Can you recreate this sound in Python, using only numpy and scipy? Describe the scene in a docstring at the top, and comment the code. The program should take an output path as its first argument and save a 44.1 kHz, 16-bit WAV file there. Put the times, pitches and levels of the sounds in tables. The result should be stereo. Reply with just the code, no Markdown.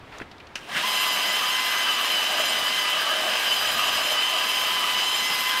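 """An electric polisher buffs the fibreglass cockpit of a boat, heard from close by.
Its foam pad is set against the wall, the trigger snaps, and the motor eases up to a held speed.
Gear teeth whine, the motor's brushes hiss, and cooling air rasps through the housing.
The pad rubs, groans and squeals on the panel, slowing the motor a little each time it grabs.
Behind it is quiet open air, and a faint haze of high treble widens the sound to left and right."""
import sys
import numpy as np
from scipy import signal
from scipy.fft import rfft, irfft, next_fast_len
from scipy.io import wavfile
from scipy.ndimage import uniform_filter1d

SR = 44100
rng = np.random.default_rng(int(sys.argv[2]) if len(sys.argv) > 2 else 0)


def wav_record(signal):
    """Record a signal, one row per channel, as 16-bit PCM in the file named by sys.argv[1]."""
    frames = np.transpose(np.atleast_2d(signal))
    bounded = np.clip(frames, -1, 1)
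    # unit amplitude maps onto the largest positive 16-bit level
    quanta = np.round(bounded * 32767).astype(np.int16)
    wavfile.write(sys.argv[1], SR, quanta)


N = 246959
TIME = np.arange(N) / SR


def amp(db):
    """Turn decibels into a gain."""
    return 10 ** (np.asarray(db) / 20)


def unit(x):
    """Scale x to an average (rms) level of 1."""
    return x / np.sqrt(np.mean(x ** 2) + 1e-20)


def noise():
    """Fresh white noise."""
    return rng.standard_normal(N)


def curves(rows):
    """Join timed rows with straight lines: one curve for each column after the time."""
    times, *columns = np.transpose(rows)
    return [np.interp(TIME, times, column) for column in columns]


def wobble(rate):
    """A smooth random curve of level 1 that passes through about `rate` new values a second."""
    values = rng.standard_normal(int(N * rate / SR) + 4)
    return unit(signal.resample(values, next_fast_len(N))[:N])


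def swell(middle, length):
    """A smooth bump in time, `length` seconds wide at half height."""
    offset = np.linspace(-1, 1, 41)
    return np.interp(TIME, middle + length * offset, np.cos(np.pi * offset / 2) ** 2)


def burst(start, rise, fade):
    """The outline of a tap: it rises quickly, then falls 60 dB in `fade` seconds."""
    age = np.maximum(TIME - start, 0)
    return (1 - np.exp(-age / rise)) * amp(-60 * age / fade)


def filtered(x, response):
    """Turn each frequency of x up or down by the gain that `response` gives it."""
    size = next_fast_len(N + SR // 4)
    return irfft(rfft(x, size) * response(np.fft.rfftfreq(size, 1 / SR)), size)[..., :N]


def shaped(x, points):
    """Filter x along a curve of (Hz, dB) points."""
    hz, db = np.transpose(points)
    return filtered(x, lambda f: amp(np.interp(np.log(f + 1), np.log(hz), db)))


def coloured(x, points):
    """Give x a tone colour and bring it to level 1."""
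    return unit(shaped(x, points))


def resonant(x, modes, surge_db):
    """Let x ring at (Hz, width in Hz, dB) resonances that each swell and fade, at level 1."""
    total = 0
    for k, (hz, width, db) in enumerate(modes):
        ring = filtered(x, lambda f: 1j * f * width / (hz * hz - f * f + 1j * f * width))
        total += (-1) ** k * amp(db + surge_db * wobble(20)) * ring
    return unit(total)


# The tone colour of the open air. Each row: frequency in Hz, level in dB.
OPEN_AIR_COLOUR = [(15, -37), (25, -41), (125, -12.5), (278, 1.5), (2500, -16.5), (2780, -33), (15000, -72)]
# The low rumble. Each row: time in seconds, level in dB.
RUMBLE_LEVELS = [(0, -53.5), (.75, -59), (1, -78), (3.55, -65), (3.66, -54.5), (3.95, -55), (4.3, -72),
                 (4.7, -61), (5.2, -62), (5.6, -78)]

def outdoors():
    """Quiet open air with a low rumble that comes and goes."""
    rumble = coloured(noise(), [(15, -11), (45, -6), (90, 0.5), (250, -13), (2000, -80)])
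    return amp(curves(RUMBLE_LEVELS)[0]) * rumble + amp(-51.5) * coloured(noise(), OPEN_AIR_COLOUR)


# The tone colour of the treble haze. Each row: frequency in Hz, level in dB next to the main sound.
SPREAD_COLOUR = [(1500, -91), (2900, -46), (5000, -41), (7000, -24.5), (10000, -14), (12000, -13.5),
                 (15000, -10)]

def treble_spread(x, fade_s):
    """A faint, short haze of high treble that widens the sound to left and right."""
    age = np.arange(SR // 10) / SR
    tail = rng.standard_normal(len(age)) * amp(-60 * age / fade_s)
    haze = signal.fftconvolve(x, tail / np.linalg.norm(tail))[:N]
    return shaped(haze, SPREAD_COLOUR)


# Soft bumps. Each row: start in seconds, level in dB, strongest frequency in Hz, fade in seconds.
WALL_TOUCHES = [(.123, -40.5, 2520, 0.091), (0.1837, -27.5, 6000, 0.012), (0.2005, -26, 1940, 0.019),
                (0.216, -24.5, 1950, 0.034), (0.212, -32.5, 342, 0.1), (.313, -39, 3950, 0.046),
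                (0.381, -41, 4300, 0.021), (0.4, -36.5, 2800, 0.047), (0.469, -38.5, 4300, 0.026)]
# The foam brushing the wall. Each row: time in seconds, level in dB.
FOAM_LEVELS = [(0, -49.5), (.11, -47.5), (.14, -42.5), (.22, -42.5), (.25, -50), (.6, -50)]

def setting_down():
    """Pad and hands bump the wall, and the foam brushes against it."""
    bumps = 0
    for start, db, hz, fade in WALL_TOUCHES:
        colour = [(hz / 2, -8), (hz, 0), (hz * 1.48, -12), (hz * 2, -24), (hz * 10, -58)]
        bumps += amp(db) * burst(start, 0.0011, fade) * coloured(noise(), colour)
    foam = coloured(noise(), [(100, 3.5), (1000, 14.5), (3500, 4.5), (6000, -9), (15000, -22.5)])
    return bumps + amp(curves(FOAM_LEVELS)[0]) * foam


# The trigger's snap and its rebound. Each row: start in seconds, level in dB.
TRIGGER_SNAPS = [(0.555, -14.5), (0.561, -31)]
# The tone colour of a snap. Each row: frequency in Hz, level in dB.
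SNAP_COLOUR = [(120, -44), (200, -15), (677, -20), (992, -14), (1590, -4), (2380, -9), (2800, 1),
               (3480, -17), (6130, -13), (6830, -20), (12000, -36), (15500, -41)]

def trigger():
    """The hard plastic trigger snaps, leaving a faint, longer ring in the casing."""
    snaps = sum(amp(db) * (burst(start, 0.0013, 0.016) + amp(-20) * burst(start, 0.0022, 0.16))
                for start, db in TRIGGER_SNAPS)
    return snaps * coloured(noise(), SNAP_COLOUR)


# Moments when the pad grabs the panel's glossy coat.
# Each row: middle in seconds, length in seconds, squeal level in dB, drop in tooth rate in Hz.
PAD_GRABS = [(1.076, 0.059, -29, 14.3), (1.192, 0.093, -35, 21.6), (1.319, 0.049, -35, 16.2),
             (1.444, .09, -27, 22.8), (1.751, 0.059, -32, 13.6), (1.882, .08, -27, 24.3),
             (1.99, 0.061, -27.5, 28), (2.186, .1, -37, 19), (2.37, .14, -44, 19.7),
             (2.63, 0.11, -31, 25.6), (2.858, 0.078, -28, 25), (2.969, 0.054, -25, 25),
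             (3.093, .11, -25.5, 26), (3.259, 0.095, -30, 18.2), (3.498, 0.047, -42, 17),
             (3.632, .11, -31.5, 19), (3.82, 0.16, -26.5, 26), (4.002, .07, -29.5, 14.4),
             (4.17, 0.059, -28.5, 24.3), (4.389, .11, -29.5, 20.8), (4.69, 0.065, -26.5, 20.5),
             (4.831, .1, -28, 18), (4.982, .15, -40, 13.2)]

def grabs():
    """Each grab squeals and drags the motor down: gives the squeal's gain and the drop in Hz."""
    squeal_gain = sum(amp(db) * swell(middle, length) for middle, length, db, _ in PAD_GRABS)
    sag_hz = sum(hz * swell(middle, length) for middle, length, _, hz in PAD_GRABS)
    return squeal_gain, sag_hz


# "Speed" is the tooth rate: how many gear teeth meet each second.
SWITCH_ON_S, SPIN_UP_S, FULL_SPEED_HZ = TRIGGER_SNAPS[0][0], 0.29, 1019
TEETH_PER_PAD_TURN = 87

def shaft(sag_hz):
    """One shaft drives the gears and the slow, off-centre pad; it starts softly, then holds its speed."""
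    ramp = np.clip((TIME - SWITCH_ON_S) / SPIN_UP_S, 0, 1) ** 2
    speed = ramp * (FULL_SPEED_HZ - sag_hz)
    pad_turn = np.sin(2 * np.pi * np.cumsum(speed) / SR / TEETH_PER_PAD_TURN + .5 * wobble(4))
    hunting = .003 * wobble(14)  # the speed control drifts around its target
    pad_drag = .003 * pad_turn  # the pad slows the shaft slightly once a turn
    uneven_speed = speed * (1 + hunting + pad_drag + .002 * wobble(45))
    tooth_phase = 2 * np.pi * np.cumsum(uneven_speed) / SR
    return speed, tooth_phase, pad_turn


def drive(speed, full_hz=590):
    """Rasping and rubbing grow with speed, from a gain of -20 dB up to 0 dB."""
    return np.maximum(np.minimum(speed / full_hz, 1) ** 1.6, amp(-20))


# How hard the pad leans on the panel. Each row: time in seconds, pressure in dB.
PAD_PRESSURE = [(0.85, -42.5), (1.3, -36), (1.54, -45), (2.04, -38.5), (2.24, -36), (2.25, -42.5),
                (2.34, -33), (2.79, -40.5), (3.28, -32.5), (3.52, -39), (4.18, -35), (4.22, -43),
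                (4.37, -36.5), (4.49, -39.5), (5.28, -42), (5.6, -48)]
# The tone colour of the rubbing. Each row: frequency in Hz, level in dB.
RUB_COLOUR = [(25, -37), (100, -39), (210, -8), (480, 0), (620, 1), (820, 1), (1000, -11), (1800, 1.5),
              (5000, -19.5)]
# Where the panel groans and the pad squeals. Each row: pitch in Hz, width in Hz, level in dB.
PANEL_RINGS = [(616.8, 69, 0), (732, 110, -2), (1560, 150, -6)]
SQUEAL_RINGS = [(1137, 140, 0.047), (1234, 89, 0.45)]

def pad(speed, pad_turn, grab_gain):
    """The foam sticks and slips; pressing harder makes the panel groan, and each grab squeals."""
    press_db = curves(PAD_PRESSURE)[0] + 38  # 0 for an ordinary stroke
    slips = amp(2.0 * wobble(190) + 0.85 * pad_turn)
    rub = amp(-38.5 + 0.5 * press_db) * coloured(noise() * slips, RUB_COLOUR)
    # the slips partly lock to the panel's lowest ring: a wandering tone and its octave
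    slip_phase = 2 * np.pi * PANEL_RINGS[0][0] * TIME + 0.99 * wobble(70)
    groan = amp(-3.5) * resonant(noise() * slips, PANEL_RINGS, surge_db=2.5)
    groan += amp(-6.5) * np.sin(slip_phase)
    squeal = amp(-6.5) * resonant(noise() * slips, SQUEAL_RINGS, surge_db=1.8)
    squeal += amp(-4.5) * np.sin(2 * slip_phase)
    squeal_gain = np.hypot(amp(-36), grab_gain)  # a little squeal stays between grabs
    return drive(speed) * (rub + amp(-38.5 + 1.76 * press_db) * groan + squeal_gain * squeal)


# The tone colour of the cooling air. Each row: frequency in Hz, level in dB.
AIR_COLOUR = [(60, -28.5), (500, -15), (900, -2.5), (1400, -5.5), (1900, -4), (2130, -7), (2350, -4),
              (2800, -3), (3050, 2.5), (3380, -5), (3600, -3.5), (4100, -5.5), (4500, -10), (5100, -9),
              (6600, -16.5), (10000, -18), (10700, -25.5), (15000, -31)]
# Where the housing rings. Each row: pitch in Hz, width in Hz, level in dB.
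HOUSING_RINGS = [(2756, 280, 2), (3250, 93, -1)]
# Spells of harder rattling. Each row: middle in seconds, length in seconds, rise in dB.
RATTLE_SPELLS = [(1.022, 0.058, 6), (2.08, .1, 5.5), (2.424, 0.079, 5), (2.93, .12, 4), (3.38, 0.084, 6.5),
                 (3.87, .12, 4.5), (4.549, 0.26, 3.5)]

def housing_rasp(speed, grit):
    """Cooling air rushes through the housing, which rings and now and then rattles harder."""
    air = amp(-1) * coloured(noise() * grit, AIR_COLOUR)
    shaken_db = sum(db * swell(middle, length) for middle, length, db in RATTLE_SPELLS)
    rattle = amp(-6 + shaken_db) * resonant(noise() * grit, HOUSING_RINGS, surge_db=2)
    return amp(-27.5) * drive(speed) * (air + rattle)


# How the buzz comes and goes. Each row: time in seconds, level in dB before its swings are widened.
BUZZ_LEVELS = [(0.75, -32.5), (0.78, -33), (0.91, -37.5), (1.8, -31.5), (1.92, -35.5), (3.07, -36),
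               (3.11, -32), (3.6, -36), (5.23, -39.5), (5.57, -31.5), (5.6, -41)]

def body_buzz(speed, grit, pitch_hz=1607, width_hz=105):
    """A lower resonance of the tool buzzes on and off."""
    swing_db = 1.42 * (curves(BUZZ_LEVELS)[0] + 38)
    ring = resonant(noise() * grit, [(pitch_hz, width_hz, 0)], surge_db=3)
    return amp(-41 + swing_db) * drive(speed) * ring


# The tone colour of the brushes. Each row: frequency in Hz, level in dB.
BRUSH_COLOUR = [(5000, -14), (9800, -2), (10700, -6.5), (12250, 3.5), (12750, 0), (13200, 3), (13800, -5),
                (14300, -5), (17000, -18)]
# How the treble rises and falls. Each row: time in seconds, gear whistle in dB, brush hiss in dB.
TREBLE_LEVELS = [(0.85, -52, -43), (0.92, -39.5, -40.5), (1.84, -45.5, -43), (2.46, -38.5, -45),
                 (2.77, -45.5, -43), (3.15, -47, -47.5), (3.61, -40.5, -42), (3.82, -39, -42.5),
                 (4.3, -43.5, -46), (4.57, -43.5, -40.5), (4.87, -45, -44.5), (5.07, -40, -45),
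                 (5.17, -39, -46), (5.23, -41.5, -40), (5.58, -49, -41), (5.6, -40, -46)]

def brush_hiss(speed, grit):
    """The brushes slide on the motor's spinning contacts and hiss louder the faster they run."""
    _, hiss_db = curves(TREBLE_LEVELS)
    speed_gain = np.maximum((speed / FULL_SPEED_HZ) ** 3, amp(-30))
    flicker_db = 2.5 * wobble(45)
    return amp(hiss_db + 1 + flicker_db) * speed_gain * coloured(noise() * grit, BRUSH_COLOUR)


# The rough tones of the motor's spinning core. Each row: multiple of the tooth rate, level in dB.
ROTOR_TONES = [(.207, -14), (2.215, -2), (2.71, 0), (3.213, 4), (4.803, 3.5), (5.222, -2.5), (6.225, -3),
               (9.6, -12)]

def rotor(speed, tooth_phase):
    """The spinning contacts and fan add unsteady tones that rise and fall with the brush hiss."""
    tones = 0
    for multiple, db in ROTOR_TONES:
        flutter_db = 3.5 * wobble(25.23)
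        tones += amp(db + flutter_db) * np.sin(multiple * tooth_phase + 1.53 * wobble(70))
    _, hiss_db = curves(TREBLE_LEVELS)
    swing_db = 0.78 * (hiss_db + 43)
    return amp(-42 + swing_db) * drive(speed) * tones


def gear_knocks(speed, below_hz=780):
    """While the motor gathers speed, the gear teeth knock across the slack between them."""
    speed_gain_per_s = np.gradient(speed) * SR
    pull = np.clip(speed_gain_per_s / 4000, 0, 1) * (speed < below_hz)
    chatter = noise() * amp(2.7 * wobble(360))
    knocks = resonant(chatter, [(193, 92, -14), (1630, 110, -9), (2000, 270, -7)], surge_db=1.5)
    return amp(-31) * drive(speed) * uniform_filter1d(pull, size=2000) * knocks


def gear_tone(phase, flutter_db):
    """One pure tone of the gears, with a fluttering level."""
    flutter = unit(amp(flutter_db * wobble(55)))
    return np.sqrt(2) * flutter * np.sin(phase + rng.uniform(0, 2 * np.pi))


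# The low whine as the tool is moved about.
# Each row: time in seconds, level of the tone at the tooth rate in dB, level of its octave in dB.
WHINE_LEVELS = [(0.85, -35, -38), (1.15, -38.5, -36), (1.18, -42, -41), (1.34, -41.5, -34),
                (1.42, -38.5, -45), (1.58, -35.5, -34), (2.2, -45, -42.5), (2.9, -40.5, -35),
                (3.08, -61, -48), (3.16, -45, -42), (4.04, -42, -48.5), (4.12, -53, -44), (4.16, -44, -38),
                (4.39, -36, -44.5), (5.0, -37, -38), (5.08, -40, -44), (5.24, -41, -35), (5.6, -32, -36.5)]
# The piercing tone at three times the tooth rate. Each row: time in seconds, level in dB.
PIERCING_LEVELS = [(0.85, -57), (0.89, -33), (1.55, -31.5), (1.63, -39.5), (1.92, -28), (2.09, -35.5),
                   (2.12, -24.5), (2.32, -33), (3.23, -30), (3.38, -38.5), (3.52, -26.5), (3.75, -37),
                   (4.12, -30), (4.21, -26.5), (4.42, -33.5), (5.07, -27.5), (5.37, -38.5), (5.6, -32)]
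# A boost in dB for each of those three tones, lowest first.
WHINE_BOOSTS = [1.5, 2, 1.5]
# The high whistle of the gears. Each row: multiple of the tooth rate, level in dB.
WHISTLE_TONES = [(4, -0.5), (5, -1), (6, -7.5), (7, -4.5), (8, -7.5), (9, -17), (10, -13.5), (12, -9.5),
                 (13, -20), (14, -19), (15, -20)]

def gear_whine(speed, tooth_phase, sag_hz):
    """Meeting teeth sing at multiples of the tooth rate, louder as the motor speeds up."""
    phase = tooth_phase + .03 * wobble(160)  # slack between the teeth jitters their timing
    whine_db = curves(WHINE_LEVELS) + curves(PIERCING_LEVELS)  # a list of three curves
    whine = sum(amp(db + WHINE_BOOSTS[k]) * gear_tone((k + 1) * phase, flutter_db=1.84)
                for k, db in enumerate(whine_db))
    whistle = sum(amp(db) * gear_tone(multiple * phase, flutter_db=3.5)
                  for multiple, db in WHISTLE_TONES)
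    whistle_db = curves(TREBLE_LEVELS)[0] + 2 - .2 * sag_hz  # dips at each grab of the pad
    running = speed / FULL_SPEED_HZ
    return running ** 9.1 * whine + running ** 1.2 * amp(whistle_db) * whistle


def scene():
    """The polisher sounds in the middle, with its high treble spread to left and right."""
    grab_gain, sag_hz = grabs()
    speed, tooth_phase, pad_turn = shaft(sag_hz)
    # air, buzz and hiss share one rough texture that pulses with the teeth
    grit = amp(1.5 * wobble(700)) * (1 + 0.18 * np.cos(tooth_phase))
    motor_noise = housing_rasp(speed, grit) + body_buzz(speed, grit) + brush_hiss(speed, grit)
    polisher = amp(0.15 * pad_turn) * motor_noise + rotor(speed, tooth_phase)
    polisher += pad(speed, pad_turn, grab_gain)
    polisher += gear_knocks(speed) + gear_whine(speed, tooth_phase, sag_hz)
    powered = np.clip((TIME - SWITCH_ON_S) / 0.019, 0, 1)
    centre = outdoors() + setting_down() + trigger() + powered * polisher
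    spread = treble_spread(centre, fade_s=.08)
    return np.array([centre + spread, centre - spread])


def record(dry):
    """The very highest treble is softened, and everything above it is cut off."""
    top_hz = 15740
    return filtered(dry, lambda f: amp(np.interp(f, [15000, top_hz], [0, -4])) * (f < top_hz))


dry = scene()
out = record(dry)
wav_record(out)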